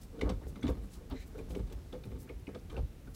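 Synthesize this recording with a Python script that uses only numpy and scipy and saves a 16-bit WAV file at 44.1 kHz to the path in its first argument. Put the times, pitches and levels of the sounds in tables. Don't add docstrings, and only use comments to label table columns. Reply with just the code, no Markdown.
import sys
import numpy as np
from scipy import signal
from scipy.fft import rfft, irfft
from scipy.io import wavfile
from scipy.ndimage import uniform_filter1d

SR = 44100
rng = np.random.default_rng(int(sys.argv[2]) if len(sys.argv) > 2 else 0)


def linear_from_db(decibels):
    return 10 ** (np.asarray(decibels, float) / 20)


def int16_out(signal):
    q = np.round(np.clip(np.atleast_2d(signal).T, -1, 1) * 32767)
    wavfile.write(sys.argv[1], SR, q.astype(np.int16))


N = 138915
T = np.arange(N) / SR

# pitch_hz, level_db, t60_s
LEVER_MODES = [(1200, -2, 0.013), (1530, -5, 0.0086), (2190, 0, 0.007), (2870, -0.5, 0.0032),
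               (3520, -7, 0.0092), (3980, -16.5, 0.0055), (5800, -24, 0.0087), (8320, -18, 0.0085)]
# pitch_hz, level_db, t60_s
CONSOLE_MODES = [(146.8, -7.5, 0.13), (204, -4.5, 0.097), (257.4, -3.5, 0.051), (303.6, -5, 0.06),
                 (366.6, -4, 0.064), (443.2, -9.5, 0.13), (512, -16, 0.078), (653, -20, 0.04),
                 (758, -20, 0.035), (871, -17.5, 0.029), (1073, -22, 0.063), (1120, -24, 0.04)]


def unit(x):
    return x / np.sqrt(np.mean(x ** 2))


def ring(push, modes):
    out = 0
    for hz, db, t60 in modes:
        pole = np.exp(2j * np.pi * hz / SR - np.log(1000) / (max(t60, 0.004) * SR))
        out = out + linear_from_db(db) * signal.lfilter([1], [1, -pole], push).imag
    return out


def add(out, start_s, x, peak_db):
    i = max(int(start_s * SR), 0)
    out[i:i + len(x)] += (linear_from_db(peak_db) * x / np.max(np.abs(x)))[:N - i]


def bell(noise, hz, octaves):
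    f = np.fft.rfftfreq(len(noise), 1 / SR) + 1
    weight = np.exp(-0.5 * (np.log2(f / hz) / octaves) ** 2)
    return unit(irfft(rfft(noise) * weight, len(noise)))


def walk(rate_hz):
    k = int(SR / rate_hz)
    steps = np.repeat(rng.standard_normal(N // k + 1), k)
    return unit(uniform_filter1d(uniform_filter1d(steps, k), k)[:N])


def hump(start_s, length_s):
    return np.sin(np.pi * np.clip((T - start_s) / length_s, 0, 1))


def swell(t, length_s, skew):
    return np.sin(np.pi * np.clip(t / length_s, 0, 1) ** skew)


def cabin():
    # pitch_hz, level_db (per Hz)
    spectrum = [(15, -33), (25, 5), (48, 3.5), (68, -1), (198, -13), (281, -15), (970, -34.5),
                (1170, -34.5), (15500, -47)]
    rumble_db, swell_db, flicker_db = -47, 0.6, 1.2
    pitch_hz, level_db = np.array(spectrum).T
    out, slow = 0, walk(4.2)
    for hz in 30 * 2 ** np.arange(0, 9.5, 0.5):
        life_db = (swell_db * slow + flicker_db * walk(7.37)) * min(1, (300 / hz) ** 0.21)
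        band_db = np.interp(np.log(hz), np.log(pitch_hz), level_db) + 10 * np.log10(hz)
        out = out + linear_from_db(band_db + life_db) * bell(rng.standard_normal(N), hz, 0.27)
    return unit(out) * linear_from_db(rumble_db)


def grind():
    # time_s, level_db
    drag = [(0, -65), (.3, -52), (.55, -54.5), (.72, -43), (.9, -61), (1.28, -63), (1.5, -48.5), (1.9, -66),
            (2.1, -51), (2.45, -67), (2.8, -61), (3.15, -69.5)]
    slips_per_s, spread_db, lever_db = 400, 1.5, -22
    slips = (rng.random(N) < slips_per_s / SR) * rng.standard_normal(N)
    slips = slips * linear_from_db(spread_db * walk(30.33))
    body = unit(ring(slips, CONSOLE_MODES)) + linear_from_db(lever_db) * unit(ring(slips, LEVER_MODES))
    return body * linear_from_db(np.interp(T, *np.array(drag).T))


def rubs():
    # start_s, length_s, level_db, centre_hz
    rustles = [(0, 0.062, -62.5, 6700), (0.464, 0.052, -62.5, 8950), (0.682, 0.035, -61, 11000),
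               (0.895, 0.096, -63, 5330), (1.099, 0.0033, -53.5, 13000), (1.10, 0.042, -81, 3960),
               (1.173, 0.073, -70, 7000), (1.257, 0.038, -66.5, 9000), (1.367, 0.041, -67, 6000),
               (1.484, 0.061, -64, 7900), (1.538, 0.074, -68, 7900), (1.722, 0.014, -60.5, 7850),
               (1.93, 0.025, -75, 7000), (2.034, 0.041, -67.5, 8900), (2.18, 0.073, -61.5, 9000),
               (2.393, .012, -66, 10000), (2.705, 0.035, -68.5, 5000), (3.092, 0.045, -74, 14000),
               (3.136, 0.038, -56, 6960)]
    out, noise, grain = 0, rng.standard_normal(N), linear_from_db(-2 * walk(300))
    for start_s, length_s, db, hz in rustles:
        out = out + linear_from_db(db) * hump(start_s, length_s) * grain * bell(noise, hz, 1.07)
    return out


def knocks():
    # start_s, length_s, peak_db, pitch_hz
    shudders = [(0.128, 0.18, -38.5, 447), (0.223, 0.031, -30, 423), (0.238, 0.067, -31.5, 282),
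                (0.297, 0.02, -26.5, 520), (0.31, 0.033, -31.5, 212), (0.412, 0.033, -48, 493),
                (0.464, 0.014, -38, 390), (0.564, 0.019, -37.5, 326), (0.637, 0.036, -24.5, 272),
                (0.675, 0.049, -28.5, 482), (0.714, 0.031, -40, 250), (0.791, 0.1, -46, 195),
                (1.004, 0.066, -46.5, 460), (1.112, 0.057, -33.5, 278), (1.338, 0.07, -42, 418),
                (1.378, 0.057, -36.5, 380), (1.500, 0.068, -39, 499), (1.548, 0.043, -34, 438),
                (1.587, 0.029, -33, 197), (1.705, 0.052, -40.5, 420), (1.928, 0.043, -36, 489),
                (2.043, 0.053, -41.5, 390), (2.115, 0.019, -43, 414), (2.22, 0.099, -49.5, 360),
                (2.291, 0.032, -38, 452), (2.474, 0.045, -37, 445), (2.544, 0.048, -37, 450),
                (2.711, 0.094, -38, 204), (2.772, 0.033, -32.5, 516), (3.071, 0.023, -43, 293)]
    t60_s, floor_hz, grit_db = 0.043, 151, -15.5
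    out, t = np.zeros(N), T[:8192]
    high = signal.butter(2, floor_hz, "high", fs=SR, output="sos")
    for start_s, length_s, db, hz in shudders:
        push = rng.standard_normal(len(t)) ** 3 * swell(t, length_s, 0.57)
        body = ring(push, CONSOLE_MODES + [(hz, 4, t60_s)])
        body = body + linear_from_db(grit_db) * ring(push, LEVER_MODES)
        add(out, start_s, signal.sosfilt(high, body), db)
    return out


def clicks():
    # start_s, peak_db, pitch_hz, crack_db (treble crack, relative to the click)
    contacts = [(0.192, -48.5, 1480, -8), (0.212, -28.5, 2220, -13), (0.2921, -37, 5430, 1),
                (0.41, -64, 1590, -2.5), (0.557, -50.5, 2120, -8), (0.629, -39.5, 3430, -13),
                (.668, -39.5, 3520, -13), (0.679, -38, 2170, -7), (1.111, -50, 3600, -18),
                (1.354, -51, 1450, -30), (1.378, -58, 1200, -3), (1.389, -47, 2410, -25),
                (1.505, -56, 2660, 4), (1.550, -44, 2240, -8.5), (1.671, -61, 2500, 0),
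                (1.698, -55, 2630, -3), (1.723, -54, 1600, 4), (1.812, -63, 1690, -2),
                (1.926, -46.5, 3420, -8.5), (2.037, -49, 2500, -12), (2.113, -54.5, 2100, -7),
                (2.291, -47.5, 2500, -20), (2.47, -47.5, 2500, -24), (2.547, -46, 2170, -5.5),
                (2.7, -48, 3150, -6), (2.766, -43.5, 2650, -21), (3.072, -54.5, 1490, -19)]
    rattle_rise_s, rattle_s, rattle_lead_s = 0.004, 0.0073, 0.003
    crack_rise_s, crack_s = 0.00074, 0.009
    ring_db, ring_loss, ring_t60_s = -6, 0.62, 0.026
    detune, scatter_db, hard_hz = 0.023, 6, 4000
    out, t = np.zeros(N), T[:4096]
    for start_s, db, hz, crack_db in contacts:
        rattle_noise, crack_noise, chance = rng.standard_normal((3, len(t)))
        rattle = rattle_noise * (1 - np.exp(-t / rattle_rise_s)) ** 2 * np.exp(-(t / rattle_s) ** 2)
        modes = [(hz, ring_db - ring_loss * crack_db, ring_t60_s)]
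        for k, (mode_hz, mode_db, t60_s) in enumerate(LEVER_MODES):
            mode_db = mode_db + scatter_db * chance[-1 - k]
            if mode_hz > hard_hz:
                mode_db = mode_db + 0.8 * crack_db + 15
            modes.append((mode_hz * (1 + detune * chance[k]), mode_db, t60_s))
        lead_s = rattle_lead_s * (crack_db < -3)
        add(out, start_s - lead_s, ring(rattle, modes), db)
        crack = bell(crack_noise, 3180, 0.66) * (1 - np.exp(-t / crack_rise_s)) * np.exp(-t / crack_s)
        add(out, start_s, crack, db + crack_db)
    return out


def ticks():
    # start_s, peak_db, pitch_hz
    taps = [(.214, -36, 2110), (0.221, -27.5, 464), (0.232, -22, 293), (0.414, -56, 920), (.557, -50, 1320),
            (.613, -54.5, 6200), (0.6247, -48, 1530), (.6293, -42.5, 2210), (.630, -51, 3460),
            (.649, -45, 686), (.669, -47, 3600), (.680, -45, 3520), (.689, -25, 330), (.668, -56, 6800),
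            (0.68, -48.5, 6970), (1.38, -59, 1080), (1.507, -52, 650), (1.562, -32, 417), (1.572, -32, 400),
            (1.928, -51, 3450), (2.291, -54, 2720), (2.296, -45.5, 2190), (2.300, -35, 360),
            (2.469, -53, 2880), (2.474, -47.5, 2260), (2.479, -33, 330), (2.55, -52, 1590),
            (2.552, -49, 3380), (2.557, -52, 1270), (2.561, -33, 457), (2.716, -54, 1080),
            (2.758, -49, 1500), (2.766, -41.5, 2640), (2.770, -43.5, 620), (2.792, -41.5, 494)]
    tap_s, ring_cycles, longest_t60_s = 0.0013, 50, 0.029
    out, t = np.zeros(N), T[:2048]
    for start_s, db, hz in taps:
        tap = swell(t, tap_s, 0.98) * np.sin(2 * np.pi * hz * t)
        add(out, start_s, ring(tap, [(hz, 0, min(ring_cycles / hz, longest_t60_s))]), db)
    return out


def scrapes():
    # start_s, length_s, level_db, centre_hz
    slips = [(0.224, 0.1, -53.5, 1070), (.25, 0.059, -42, 474), (0.31, .05, -66, 1200),
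             (0.415, 0.049, -67, 1390), (0.64, 0.026, -61, 2210), (0.664, 0.059, -53, 980),
             (0.67, .04, -63, 2540), (0.91, 0.13, -69.5, 1100), (1.093, 0.054, -58, 1180),
             (1.097, 0.04, -60, 3450), (1.324, 0.12, -55, 434), (2.035, 0.14, -62, 420),
             (1.099, 0.055, -54, 640), (2.272, 0.016, -63, 1490), (2.297, 0.043, -58.5, 560),
             (2.483, 0.082, -71, 1610), (2.535, 0.04, -48.5, 415), (2.695, 0.028, -61, 1320),
             (2.766, 0.042, -54.5, 876), (2.772, 0.048, -73, 3740), (2.584, .02, -70.5, 4950),
             (0.812, 0.063, -72, 10000)]
    out, noise, grain = np.zeros(N), rng.standard_normal(N), linear_from_db(1.5 * walk(250))
    for start_s, length_s, db, hz in slips:
        out += linear_from_db(db) * hump(start_s, length_s) * grain * bell(noise, hz, 0.42)
    return out


def booms():
    # start_s, length_s, peak_db, pitch_hz
    blows = [(0.229, 0.061, -25, 56), (0.291, 0.097, -30, 60.2), (0.348, 0.032, -27.5, 56.4),
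             (0.423, 0.09, -35, 65.4), (0.637, 0.043, -30, 74.7), (0.686, 0.046, -26.5, 61),
             (0.761, 0.1, -33, 52.2), (1.105, 0.038, -34, 65.6), (1.469, 0.13, -39, 56.5),
             (1.578, 0.051, -32.5, 61.4), (1.633, 0.023, -29.5, 58), (1.731, 0.06, -34.5, 58),
             (1.947, 0.036, -42, 47), (2.064, 0.038, -37, 115), (2.117, 0.039, -35.5, 58),
             (2.169, 0.034, -45, 50), (2.326, .05, -40, 48), (2.7, 0.11, -39.5, 55.4),
             (2.784, 0.031, -26.5, 56.3), (2.829, 0.023, -27, 66), (2.865, 0.044, -41.5, 45),
             (3.067, 0.042, -50, 69)]
    pair_ratio, pair_db, skew = 1.606, -9.5, 0.59
    out, t = np.zeros(N), T[:8192]
    for start_s, length_s, db, hz in blows:
        pair = np.sin(2 * np.pi * hz * t) + linear_from_db(pair_db) * np.sin(2 * np.pi * hz * pair_ratio * t)
        add(out, start_s, pair * swell(t, length_s * 1.27, skew), db)
    return out


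def squeak():
    # centre_hz, width_hz, level_db
    bands = [(1900, 920, -61.5), (3980, 490, -67), (3150, 2700, -68), (6000, 4300, -71)]
    start_s, length_s = 1.134, 0.12
    out, noise, stutter = 0, rng.standard_normal(N), linear_from_db(1.4 * walk(58.1))
    for hz, width_hz, db in bands:
        out = out + linear_from_db(db) * hump(start_s, length_s) * stutter * bell(noise, hz, width_hz / hz / 2)
    return out


def scene():
    tail_t60_s, tail_db = 0.18, -9
    rumble = cabin()
    near = grind() + rubs() + knocks() + clicks() + ticks() + scrapes() + squeak()
    tail = rng.standard_normal(8192) * linear_from_db(-60 * T[:8192] / tail_t60_s)
    wet = signal.fftconvolve(near, tail / np.sqrt(np.sum(tail ** 2)))[:N]
    return (near + linear_from_db(tail_db) * wet + booms() + rumble)[None]


def top_cut(x):
    return signal.sosfilt(signal.butter(12, 15900, fs=SR, output="sos"), x)


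def record(dry):
    top = signal.ellip(10, 0.2, 60, 15850, fs=SR, output="sos")
    low = signal.butter(4, 34, "high", fs=SR, output="sos")
    mix = signal.sosfilt(np.vstack([low, top]), dry)
    return top_cut(mix)


dry = scene()
out = record(dry)
int16_out(out)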